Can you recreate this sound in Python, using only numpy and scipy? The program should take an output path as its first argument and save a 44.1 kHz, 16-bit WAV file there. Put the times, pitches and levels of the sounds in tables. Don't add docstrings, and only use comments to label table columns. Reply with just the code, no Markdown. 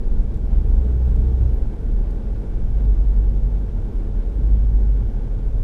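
import sys
import numpy as np
from scipy import signal
from scipy.io import wavfile
from scipy.ndimage import uniform_filter1d

SR = 44100
rng = np.random.default_rng(int(sys.argv[2]) if len(sys.argv) > 2 else 0)


def boost_factor(decibels):
    exponent = np.asarray(decibels, float) / 20
    return 10 ** exponent


def file_out(sig):
    cols = np.atleast_2d(sig).T
    lim = np.clip(cols, -1, 1)
    pcm = np.round(lim * 32767).astype(np.int16)
    wavfile.write(sys.argv[1], SR, pcm)


N = 248397

# time_s, firing_hz
ENGINE_SPEED = [
    [(0, 54), (.45, 60.24), (.8, 60.52), (1.35, 62.56), (2.1, 59)],
    [(2.25, 50.03), (2.66, 53.87), (2.9, 49.13), (3.4, 47.96), (4.15, 47.31), (4.5, 51.5), (4.87, 48.93),
     (5.63, 47.03)],
]
# start_s, press_s, held_s, firing_level_db, sag_db_per_s
THROTTLE_PRESSES = [
    (.33, .27, 1.18, -20.5, -0.7),
    (2.479, 0.4, 1.09, -16.5, -7.5),
    (4.18, 0.31, 0.8, -15.5, -6.5),
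    (5.37, .25, .4, -17, 6),
]
# multiple_of_firing_rate, level_db (against the second order)
UPPER_ORDERS = [(3, -15), (4, -19)]
# time_s, level_db (against the average)
ROAD_COARSENESS = [
    (0, -0.5),
    (.4, -0.6),
    (.8, 0.5),
    (1.4, 0.5),
    (1.8, -0.46),
    (2.8, -0.4),
    (3.6, -0.84),
    (4.6, -0.5),
    (5.2, -.7),
    (5.63, -1),
]
# pitch_hz, level_db_per_hz
RUMBLE_COLOUR = [(7.1, -38.5), (12, -18), (32, -3.5), (53, -1), (69, -5.5), (87, -6.5), (129, -8.5),
                 (185, -12.5), (227, -15.5), (320, -31.5), (420, -59), (700, -120)]
# pitch_hz, level_db_per_hz
ROAR_COLOUR = [(140, -23), (240, -3.5), (266, -3.5), (442, -7), (495, -11), (813, -21), (1050, -26),
               (1550, -31), (1900, -34), (5000, -45.5), (6500, -71.5), (11000, -120)]
# pitch_hz, width_hz, lift_db
PANEL_MODES = [(81, 16, 6), (99, 9.3, 4.5), (122.2, 24, 6), (147, 12, -2), (198.1, 9, 7.5), (229, 16, 6),
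               (245, 5, -3), (344.7, 44, 1), (445.4, 42, 5), (495, 2, -9), (542.6, 11, 7), (610, 18, 0),
               (839, 150, 5), (1300, 55, -1.5), (1411, 70, 3.5), (1560, 130, 4.5), (2256, 70, 4.5),
               (3600, 560, -0.5), (5420, 80, 4)]
# pitch_hz, level_db_per_hz
HISS_COLOUR = [(1800, -28), (3000, -5), (3600, -1.5), (4200, -12.5), (5400, -5), (8000, -9), (11300, -11.5),
               (13800, -14.5), (15500, -17)]
# pitch_hz, level_db
WHINE_TONES = [(11127, -97), (14692, -90)]
# time_s, boom_level_db, boom_pitch_hz, wheel_hop_level_db
ROAD_BUMPS = [(.13, -16.5, 35.5, -23), (.33, -27, 39.3, -29), (.5, -18.5, 36.3, -32),
              (.73, -15.5, 35.6, -39), (.97, -26, 37.5, -32), (1.18, -18, 37, -33), (1.42, -23, 36, -34),
              (1.62, -20.5, 37.9, -27.5), (1.95, -18, 38, -30), (2.14, -26, 42, -29.5),
              (2.35, -22.5, 42.3, -36), (2.62, -21, 37.8, -23.5), (2.91, -17.6, 37.4, -33),
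              (3.2, -21, 37.9, -29), (3.42, -24.5, 36.6, -28.5), (3.85, -25.5, 38.5, -38),
              (4.01, -22, 38.2, -32.5), (4.2, -20.5, 38, -39), (4.5, -22.5, 38.4, -37),
              (4.71, -23, 36.8, -26.5), (5.12, -24, 35.8, -32), (5.36, -22, 38.8, -38),
              (5.6, -25, 38.5, -26.5)]
# start_s, peak_db, ring_hz, t60_s, snap_db (against the ring)
TRIM_TICKS = [
    (.341, -54, 3600, 0.011, -5),
    (.371, -64, 7270, 0.014, 0),
    (1.1589, -47.5, 2630, 0.011, -13),
    (1.161, -58, 6900, .01, -6),
    (1.914, -64, 6020, .01, -2),
    (2.107, -50, 4556, 0.013, -12),
    (2.108, -58, 6440, 0.016, -20),
]
# start_s, peak_db, ring_hz, t60_s, snap_db (against the ring)
HARD_PINGS = [
    (1.194, -65, 13950, .02, -23),
    (1.198, -61, 14020, 0.036, -15),
    (1.5374, -50.5, 13700, 0.011, -16),
    (1.54, -55.5, 14000, .08, -24),
]
# pitch_hz, step_db (against the usual level at 12 kHz)
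SHORT_FRAME_STEPS = [(0, -40), (6000, -14), (9000, 1), (10500, 5.5), (12800, 7.5), (13000, 9.5),
                     (15000, 9.5)]
# pitch_hz, step_db (against the usual level at 12 kHz)
LONG_FRAME_STEPS = [(0, -40), (7000, -14), (10000, 2), (12800, 2.5), (13000, 3.5), (15000, 3.5)]
# pitch_hz, gain_db
CAMERA_BAND_EDGE = [(14900, 0), (15100, -8), (15500, -18), (15800, -60.5)]


def evened(x):
    return x / np.sqrt(np.mean(x ** 2) + 1e-20)


def curves(rows, t):
    s, *columns = np.transpose(rows)
    return [np.interp(t, s, column) for column in columns]


def drift(rate_hz):
    t = np.arange(0, N + 64, 64) / SR
    f = np.geomspace(rate_hz / 20, rate_hz, num=24)
    waves = np.sin(2 * np.pi * (f * t[:, None] + rng.random(len(f))))
    slow = (waves / np.sqrt(f)).sum(axis=1)
    return evened(np.interp(np.arange(N) / SR, t, slow))


def resonate(x, hz, width_hz):
    turn = np.exp(2j * np.pi * np.cumsum(hz * np.ones(len(x))) / SR)
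    r = np.exp(-np.pi * width_hz / SR)
    return 2 * (turn * signal.lfilter([1 - r], [1, -r], x / turn)).real


def throttle(t, hz):
    lift_s, coast_db, coast_second_db = .28, -31, -48
    first = boost_factor(coast_db) + 0 * t
    for s, press_s, held_s, db, sag in THROTTLE_PRESSES:
        pressing = (t - s) / press_s
        lifting = 1 - (t - s - held_s) / lift_s
        load = np.clip(np.minimum(pressing, lifting), 0, 1) ** 2
        first = first + load * boost_factor(db + sag * (t - s - held_s / 2))
    second_db = -23 + 0.57 * (hz - 51)
    return first, boost_factor(coast_second_db) + first * boost_factor(second_db)


def engine():
    out = np.zeros(N)
    uneven = boost_factor(.6 * drift(14.))
    for rows in ENGINE_SPEED:
        span = slice(round(rows[0][0] * SR), min(round(rows[-1][0] * SR), N))
        t = np.arange(N)[span] / SR
        hz = curves(rows, t)[0]
        angle = 2 * np.pi * np.cumsum(hz) / SR
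        first, second = throttle(t, hz)
        upper = np.sin(2 * angle + 1) + sum(boost_factor(db) * np.sin(k * angle) for k, db in UPPER_ORDERS)
        hum = first * np.sin(angle) + second * upper
        out[span] += np.sqrt(2) * hum * uneven[span] * signal.windows.tukey(len(t), .06)
    return out


def noise(spectrum, size, patchy_db, flicker_db, panels=()):
    hz = np.fft.rfftfreq(size, 1 / SR)
    re, im, patches = rng.standard_normal((4 * N // size + 5, len(hz), 3)).T
    patches = uniform_filter1d(patches, size=12, axis=0)
    patches = evened(uniform_filter1d(patches, size=9, axis=1))
    f, db = np.transpose(spectrum)
    colour_db = np.interp(np.log(hz + 1), np.log(f + 1), db, left=-120, right=-150)
    for mid, width, lift in panels:
        colour_db = colour_db + lift / (1 + (2 * (hz - mid) / width) ** 2)
    flicker = flicker_db * rng.standard_normal(re.shape[1])
    level_db = colour_db[:, None] + patchy_db * patches + flicker
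    frames = (re + 1j * im) * boost_factor(level_db)
    return evened(signal.istft(frames, nperseg=size, noverlap=size * 3 // 4)[1][:N])


def road():
    coarse_db = curves(ROAD_COARSENESS, np.arange(N) / SR)[0]
    rumble_db = -35.5 + 1.8 * coarse_db
    roar_db = -42 + coarse_db
    hiss_db = -68 + 1.2 * (roar_db - roar_db.mean())
    rumble = noise(RUMBLE_COLOUR, size=8192, patchy_db=-1.8, flicker_db=0.9, panels=PANEL_MODES)
    roar = noise(ROAR_COLOUR, size=4096, patchy_db=-0.1, flicker_db=-0.95, panels=PANEL_MODES)
    rumble = boost_factor(rumble_db + 7.5) * rumble
    roar = boost_factor(roar_db + 3.0) * roar
    roar = roar + (boost_factor(0.04 + .9 * coarse_db) - 1) * resonate(roar, 400.0, 260.)
    grit = boost_factor(.45 * drift(520.))
    hiss = boost_factor(hiss_db) * noise(HISS_COLOUR, size=512, patchy_db=0.9, flicker_db=0.26)
    return rumble + grit * (roar + hiss)


def electronics():
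    t = np.arange(N) / SR
    return sum(boost_factor(db) * np.sin(2 * np.pi * hz * t) for hz, db in WHINE_TONES)


def jolts(levels_db, swell_s, rest_db):
    t = np.arange(N) / SR
    power = boost_factor(rest_db) ** 2
    for row, db in zip(ROAD_BUMPS, levels_db):
        power = power + boost_factor(db) ** 2 * np.exp(-((t - row[0]) / swell_s) ** 2 / 2)
    return 10 * np.log10(power)


def ringing(hz, level_db, wobble, width_hz, kicks_db):
    angle = 2 * np.pi * np.cumsum(hz) / SR
    ring = np.sqrt(2) * np.sin(angle + wobble * drift(3.))
    kicks = resonate(rng.standard_normal(N), hz, width_hz)
    kicks = evened(resonate(kicks, hz, width_hz))
    return boost_factor(level_db) * (ring + boost_factor(kicks_db) * kicks)


def boom():
    s, db, hz, _ = np.transpose(ROAD_BUMPS)
    pitch_hz = np.interp(np.arange(N) / SR, s, hz)
    level_db = jolts(db, swell_s=.066, rest_db=-36)
    return ringing(pitch_hz, level_db, wobble=.2, width_hz=24., kicks_db=-6.)


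def wheels():
    hz = 20.2 + .8 * np.sin(2 * np.pi * 1.9 * np.arange(N) / SR)
    level_db = jolts(np.transpose(ROAD_BUMPS)[3], swell_s=.065, rest_db=-40)
    return boost_factor(1.5) * ringing(hz, level_db, wobble=.4, width_hz=26., kicks_db=-1.)


def trim():
    out, t = np.zeros(N + 4000), np.arange(4000) / SR
    onset = np.minimum(t / 0.00035, 1)
    for s, db, hz, t60, snap_db in TRIM_TICKS + HARD_PINGS:
        snap = signal.lfilter([1, 0, -1], [1, -.6], rng.standard_normal(len(t)))
        snap = snap * boost_factor(snap_db - 60 * t / 0.034)
        ring = np.sin(2 * np.pi * hz * t) * boost_factor(-60 * t / max(t60, .003))
        out[round(s * SR):][:len(t)] += boost_factor(db) * (ring + snap) * onset
    return out[:N]


def scene():
    return (engine() + road() + electronics() + boom() + wheels() + trim())[None]


def rounded(x, size, steps):
    hz, t, z = signal.stft(x, SR, window="cosine", nperseg=size)
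    usual = np.median(abs(z[0, np.searchsorted(hz, 12000)]))
    wander_db = 1.5 * np.interp(t, np.arange(N) / SR, drift(160.))
    step_db = np.interp(hz, *np.transpose(steps))[:, None] + wander_db
    step = usual * boost_factor(step_db)
    edge = boost_factor(np.interp(hz, *np.transpose(CAMERA_BAND_EDGE)))[:, None]
    size_kept = np.floor(abs(z) / step + .4) * step
    kept = size_kept * np.exp(1j * np.angle(z)) * edge
    return signal.istft(kept, SR, window="cosine", nperseg=size)[1][:, :N]


def camera(x):
    mood = evened(uniform_filter1d(rng.standard_normal(N // 940 + 1), size=2))
    short = np.repeat(mood < np.quantile(mood, .8), 940)[:N]
    short = uniform_filter1d(short * 1., size=128)
    treble = signal.butter(6, [11000, 15700], "band", fs=SR, output="sos")
    seams = signal.sosfilt(treble, x * (np.arange(N) % 118 == 0))
    coarse = rounded(x, size=256, steps=SHORT_FRAME_STEPS) + boost_factor(-51) * seams
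    return short * coarse + (1 - short) * rounded(x, size=2048, steps=LONG_FRAME_STEPS)


def low_pass(x):
    return signal.sosfilt(signal.butter(12, 15710, fs=SR, output="sos"), x)


def record(dry):
    mix = camera(dry)
    return low_pass(mix)


dry = scene()
out = record(dry)
file_out(out)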